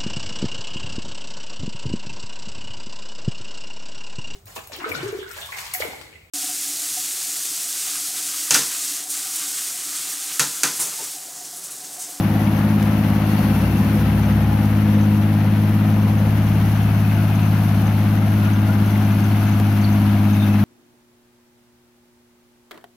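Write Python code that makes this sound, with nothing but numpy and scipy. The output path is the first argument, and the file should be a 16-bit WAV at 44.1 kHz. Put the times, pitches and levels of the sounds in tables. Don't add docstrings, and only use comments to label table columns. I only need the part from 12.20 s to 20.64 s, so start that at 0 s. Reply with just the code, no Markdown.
import sys
import numpy as np
from scipy import signal
from scipy.fft import rfft, irfft, next_fast_len
from scipy.io import wavfile

SR = 44100
rng = np.random.default_rng(int(sys.argv[2]) if len(sys.argv) > 2 else 0)


def materialize(psi):
    bounded = np.clip(np.atleast_2d(psi).T, -1, 1)
    quanta = np.round(bounded * 32767).astype(np.int16)
    wavfile.write(sys.argv[1], SR, quanta)


N = 372204
TIME = np.arange(N) / SR
CYLINDERS = 6

DRAWING_LEVEL = (1.5, 2.75)
PULLING_AWAY = (5.7, 6.7)


def amp(db):
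    return 10 ** (np.asarray(db) / 20)


def unit(x):
    return x / np.sqrt(np.mean(x ** 2) + 1e-20)


def curves(rows):
    seconds, *columns = np.transpose(rows)
    return [np.interp(TIME, seconds, column) for column in columns]


def move(span):
    return np.interp(TIME, span, [0, 1])


def hump(s, length):
    return np.cos(np.pi * np.clip((TIME - s) / length, -.5, .5))


def read(points, hz):
    f, value = np.transpose(points)
    return np.interp(np.log(hz + 1), np.log(f), value)


def filtered(x, gain):
    size = next_fast_len(N + 4096)
    return irfft(rfft(x, size) * gain(np.fft.rfftfreq(size, 1 / SR)), size)[..., :N]


def wander(rate_hz):
    hz = np.fft.rfftfreq(4096, 128 / SR)
    slow = irfft(rfft(rng.standard_normal(4096)) * np.exp(-(hz / rate_hz) ** 2))
    return unit(np.interp(np.arange(N) / 128, np.arange(4096), slow))


def add(mix, s, sound):
    part = mix[..., round(s * SR):][..., :sound.shape[-1]]
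    part += sound[..., :part.shape[-1]]


def impacts(per_s, scatter_db):
    size_db = scatter_db * np.minimum(rng.exponential(1, (2, N)), 4)
    size = amp(size_db) * rng.choice([-1, 1], (2, N))
    return unit(size * (rng.random((2, N)) < per_s / SR))


# start in seconds, peak level in dB, decay time in seconds.
CLICKS = [(.628, -13, .00006), (4.4977, -23, .00006), (5.5608, -23, .00004), (6.8309, -22, .00003),
          (7.0045, -19, .00005), (7.1212, -22, .00003), (7.4005, -13, 0.00043)]
# start in seconds, pitch in Hz, starting level in dB,
# time to fade by 60 dB in seconds.
BODY_KNOCKS = [(5.04, 710, -21, .024), (7.3995, 468, -23.5, .028)]
# start in seconds, pitch in Hz, level in dB, length in seconds.
RASPING_TONES = [(0, 1128, -50, 0.62), (0.951, 4400, -53, 0.47), (0.947, 760, -43, 0.45),
                 (1.203, 2700, -47, .5), (1.4, 518, -45, 0.76), (2.1, 827, -41, 0.42), (2.45, 519, -43, .6),
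                 (3.65, 525, -47, 0.56), (4.499, 2545, -49, 0.89), (5.703, 644, -45, 0.95),
                 (5.899, 1420, -43, 0.93), (7.217, 6550, -52, 0.15), (7.619, 4400, -43, .09),
                 (7.68, 6450, -50, .04), (8.02, 2610, -46.5, .44), (8.046, 3700, -47, 0.27)]
# start in seconds, level in dB.
THUDS = [(1.564, -37), (3.501, -33), (4.474, -41)]


def field(waver=0.0223, rasp_db=5.0, thud_hz=36, thud_rise_s=0.019):
    out, t = np.zeros((2, N)), np.arange(SR) / SR
    for s, db, decay in CLICKS:
        add(out, s, amp(db) * np.exp(-t / decay))
    for s, hz, db, t60 in BODY_KNOCKS:
        add(out, s, -amp(db - 60 * t / t60) * np.sin(2 * np.pi * hz * t))
    for s, hz, db, length in RASPING_TONES:
        rasp = unit(amp(rasp_db * wander(45)[:SR]))
        loudness = rasp * np.sin(np.pi * np.minimum(t / length, 1))
        for ear in out:
            turns = np.cumsum(hz * (1 + waver * wander(168)[:SR])) / SR
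            add(ear, s, 2 * amp(db) * loudness * np.sin(2 * np.pi * turns))
    for s, db in THUDS:
        swell = (t / thud_rise_s) * np.exp(1 - t / thud_rise_s)
        add(out, s, amp(db) * swell * np.sin(2 * np.pi * thud_hz * t))
    return out


# pitch in Hz, level against the others in dB,
# time to fade by 60 dB in seconds.
STEEL_RINGS = [(760, 1.5, 0.097), (1420, -4, 0.037), (2100, 1.5, 0.031), (2700, -2.5, 0.021),
               (3560, -6, .04), (4350, -6, .04), (5520, -11.5, 0.021), (6230, -5, 0.048)]
# time in seconds, share of the rear in view from 0 to 1.
REAR_IN_VIEW = [(0, 0), (2.5, 0), (4, 0), (5, 0.9), (6, 0.4), (7.3, 0.86), (8.44, 0.6)]


def tracks(level_db=-47, per_s=22, growth_db=3):
    t = np.arange(4096) / SR
    out = np.zeros((2, N))
    for hz, db, t60 in STEEL_RINGS:
        tones = np.sin(2 * np.pi * hz * rng.uniform(0.96, 1.05, (4, 1)) * t).sum(0)
        ring = amp(db - 60 * t / t60) * tones
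        out += signal.oaconvolve(impacts(per_s, 3.6), ring[None], axes=1)[:, :N]
    each_ear = unit(out + 0.25 * out[::-1])
    return each_ear * amp(level_db + growth_db * curves(REAR_IN_VIEW)[0])


def reflections(x, count=5, strength=.11):
    out, samples = x.copy(), np.arange(N)
    echoes = rng.uniform([.002, -.0007, -.0002], [.022, .0007, .0002], (count, 3))
    for delay, drift, gap in echoes:
        for ear in range(2):
            late = SR * (delay + drift * TIME / 2 + ear * gap)
            out[ear] += strength * np.interp(samples - late, samples, x[ear])
    return out / np.sqrt(1 + count * strength ** 2)


# frequency in Hz, likeness from -1 (opposite) to 1 (the same).
EAR_LIKENESS = [(60, .995), (200, .995), (300, .985), (640, .82), (1410, .52), (3100, .34), (6820, .1),
                (15000, -.13)]


def spread(pair, spectrum):
    def same(hz):
        return np.clip(read(EAR_LIKENESS, hz), -1, 1)
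    mid = filtered(pair[0], lambda hz: amp(read(spectrum, hz)) * np.sqrt(1 + same(hz)))
    side = filtered(pair[1], lambda hz: amp(read(spectrum, hz)) * np.sqrt(1 - same(hz)))
    return np.array([mid + side, mid - side]) / np.std(mid)


CYLINDER_KNOCK = [-37, -7, -16, -2, -1, -0.5]
# time in seconds, firings per second.
FIRING_RATE = [(0, 104.8), (.7, 104.8), (2.1, 104.3), (2.85, 103.7), (3.3, 104.2), (4.4, 104.7),
               (6.6, 103.6), (7.2, 104.05), (7.85, 102.75), (8.44, 102.45)]


def knocking(cycle, depth, decay, lag, repeat):
    firings = cycle * CYLINDERS - lag
    strength = amp(CYLINDER_KNOCK)[np.floor(firings).astype(int) % CYLINDERS]
    burst = strength * np.exp(-(firings % 1) / decay)
    size = round(SR * CYLINDERS / FIRING_RATE[0][1])
    place = (cycle % 1 * size).astype(int)
    turn = np.pi * TIME / TIME[-1] * 2
    first, second = rng.standard_normal((2, 2, size))[:, :, place]
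    recurring = np.cos(turn) * first + np.sin(turn) * second
    grain = rng.standard_normal((2, N)) + repeat * recurring
    return unit(np.sqrt(1 + depth * burst ** 2) * grain)


# frequency in Hz, strength in dB against the rest of that colour.
RUSH_COLOUR = [(15, -17), (30, -21), (48, -10), (70, 0.5), (115, -1), (165, -0.5), (200, 9), (240, -1),
               (300, -5), (325, 1), (370, -8), (450, -16), (700, -50), (2000, -55)]
BODY_COLOUR = [(200, -39), (380, -6), (450, -7.5), (515, 1), (580, -1.5), (660, -1), (780, 0), (900, -2),
               (990, -3.5), (1070, -8.5), (1300, -10.5), (2000, -25), (6000, -65)]
CHAIN_COLOUR = [(500, -31), (1000, -4), (1250, -0.5), (1550, -0.5), (1800, -2), (2150, -3), (2400, -5),
                (2750, -4.5), (3300, -9.5), (3850, -13), (4200, -13.5), (5000, -23), (7000, -39.5),
                (12000, -44)]
STRAW_COLOUR = [(2000, -12), (4200, -3.5), (5100, -3.5), (5800, -2), (6500, -6.5), (7400, -11.5),
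                (8400, -13.5), (9200, -5), (10500, -1), (11800, 2), (13000, 2.5), (14300, -2), (15700, -7)]
# frequency in Hz, width in Hz, dB gained with the rear in full view.
REAR_BANDS = [(420, 87, -6), (513, 56, -5), (710, 40, 3.5), (1400, 350, 1.2), (1870, 150, -4.5),
              (2600, 150, 0), (4400, 400, 1), (6400, 720, 1)]
# time in seconds, change of the straw hiss in dB.
CROP_FLOW = [(0, .8), (.8, 0.9), (1.35, 2.4), (2.8, -1.5), (3.65, -1.2), (4.6, -0.1), (6, -0.05),
             (7.1, 1.3), (8.44, 0.5)]
# time of the peak in seconds, dB gained, length in seconds.
RUSH_SURGES = [(1.683, 3.5, .8), (6.85, 3.5, 1.6)]


def machinery(cycle, repeat=.26):
    flow = curves(CROP_FLOW)[0]
    surge_db = sum(db * hump(s, length) for s, db, length in RUSH_SURGES)
    rush_db = -27.5 - 2.5 * move(DRAWING_LEVEL) - 1.3 * move(PULLING_AWAY) + surge_db
    body_db = -33 - 2 * move(DRAWING_LEVEL) + 0.54 * wander(25)
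    chain_db = -37.5 + 0.69 * flow + 0.85 * wander(33)
    straw_db = -43.4 + flow + 0.76 * wander(13)

    rush_noise = knocking(cycle, 1.7, 0.21, -0.16, 0)
    body_noise = knocking(cycle, 1.7, .4, -0.13, repeat) + 0.43 * impacts(500, 2.6)
    chain_noise = knocking(cycle, 1.0, 0.73, -0.24, repeat) + 0.45 * impacts(600, 2.3)
    straw_noise = knocking(cycle, 2.0, 0.6, -0.47, 0) + 0.32 * impacts(1500, 4.8)

    rush = spread(rush_noise, RUSH_COLOUR) * amp(rush_db)
    body = spread(body_noise, BODY_COLOUR) * amp(body_db)
    chains = spread(chain_noise, CHAIN_COLOUR) * amp(chain_db)
    straw = spread(straw_noise, STRAW_COLOUR) * amp(straw_db)
    sound = reflections(body + chains) + straw

    def rear_gain(hz):
        return sum((amp(db) - 1) * np.exp(-((hz - f) / w) ** 2) for f, w, db in REAR_BANDS)
    return rush + sound + curves(REAR_IN_VIEW)[0] * filtered(sound, rear_gain)


# time of the peak in seconds, added hum in dB, length in seconds.
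CROP_WADS = [(0.384, -37, .8), (.96, -33, 0.27), (1.42, -27, 0.55), (2.032, -26, 0.85), (2.55, -33, 0.91),
             (4.5, -33.5, 1.5), (5.62, -37, .35)]


def drum(cycle, idle_db=-44, ratio=3.95, octave_db=-9, whine_db=-51, whine_ratio=37.25):
    level = amp(idle_db) + sum(amp(db) * hump(s, length) for s, db, length in CROP_WADS)
    angle = 2 * np.pi * ratio * cycle + .5 * wander(1.0)
    octave = amp(octave_db) * level / level.max() * np.sin(2 * angle)
    whine = amp(whine_db + 0.98 * wander(1.5)) * np.sin(2 * np.pi * whine_ratio * cycle)
    return np.sqrt(2) * (level * (np.sin(angle) + octave) + whine)


# time in seconds, change in dB.
OCTAVE_SWELL = [(0, -1.5), (.6, 0.3), (2.3, -1), (2.8, 4), (3.3, -1), (3.65, 0.3), (4.5, -6.5), (5.4, -5),
                (6.2, 0), (7.3, -1.1), (7.8, 2.5), (8.44, 3.2)]
# multiple of the engine cycle, level in dB, share of the swell,
# dB gained drawing level, dB gained pulling away.
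STRONG_TONES = [(6, -21, -0.039, 3.5, .3), (9, -25.5, -0.22, -0.6, -5.5), (11, -27.5, -0.74, -3, 1.5),
                (12, -22.5, 1.08, 1, -1), (15, -30, 0.36, -2, 1.2), (18, -33.5, 1.02, -1, -1)]
# multiple, level in dB.
FAINT_TONES = [(2, -55), (3, -47), (4, -49), (5, -44), (7, -67), (8, -38), (10, -51), (13, -35),
               (14, -45.5), (16, -40), (17, -45.5), (19, -54), (21, -49), (22, -52.5), (24, -54),
               (28, -53.5), (29, -56.5), (30, -58.5), (41, -59), (47, -62), (57, -59)]


def exhaust(cycle, jitter=0.0013, flutter_db=.5, sway_db=0.25):
    angle = 2 * np.pi * (cycle + jitter * wander(25))
    swell, tones = curves(OCTAVE_SWELL)[0], []
    for k, db, share, level_db, away_db in STRONG_TONES:
        unsteady = (round(k) > CYLINDERS) * (flutter_db * wander(6.3) + sway_db * wander(2.1))
        passing = level_db * move(DRAWING_LEVEL) + away_db * move(PULLING_AWAY)
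        tones.append((round(k), db + share * swell + passing + unsteady))
    tones += [(round(k), db) for k, db in FAINT_TONES]
    out = np.zeros(N)
    for order, db in tones:
        smear = .14 * (order - 2 * CYLINDERS) ** 2 - 2.7
        lead = np.pi / 3 * (order == CYLINDERS)
        drift = (.75 if order % CYLINDERS else .1) * wander(.9)
        out += amp(db) * np.cos(order * angle + smear + lead + drift)
    return np.sqrt(2) * out


# frequency in Hz, left minus right in dB.
LEFT_LEAN = [(60, 1), (110, 1.86), (200, 1.5), (380, 2.1), (700, 2.8), (1290, 5.4), (2380, 6.4),
             (4400, 1.1), (8120, 0.5), (15000, 0.5)]


def scene():
    cycle = np.cumsum(curves(FIRING_RATE)[0]) / SR / CYLINDERS
    sound = field() + tracks() + machinery(cycle) + drum(cycle) + exhaust(cycle)
    return filtered(sound, lambda hz: amp(np.outer([.5, -.5], read(LEFT_LEAN, hz))))


def record(dry, edge_hz=15800):
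    lowpass = signal.firwin(801, edge_hz, window=("kaiser", 9), fs=SR)
    return signal.oaconvolve(dry, lowpass[None], "same")


dry = scene()
out = record(dry)
materialize(out)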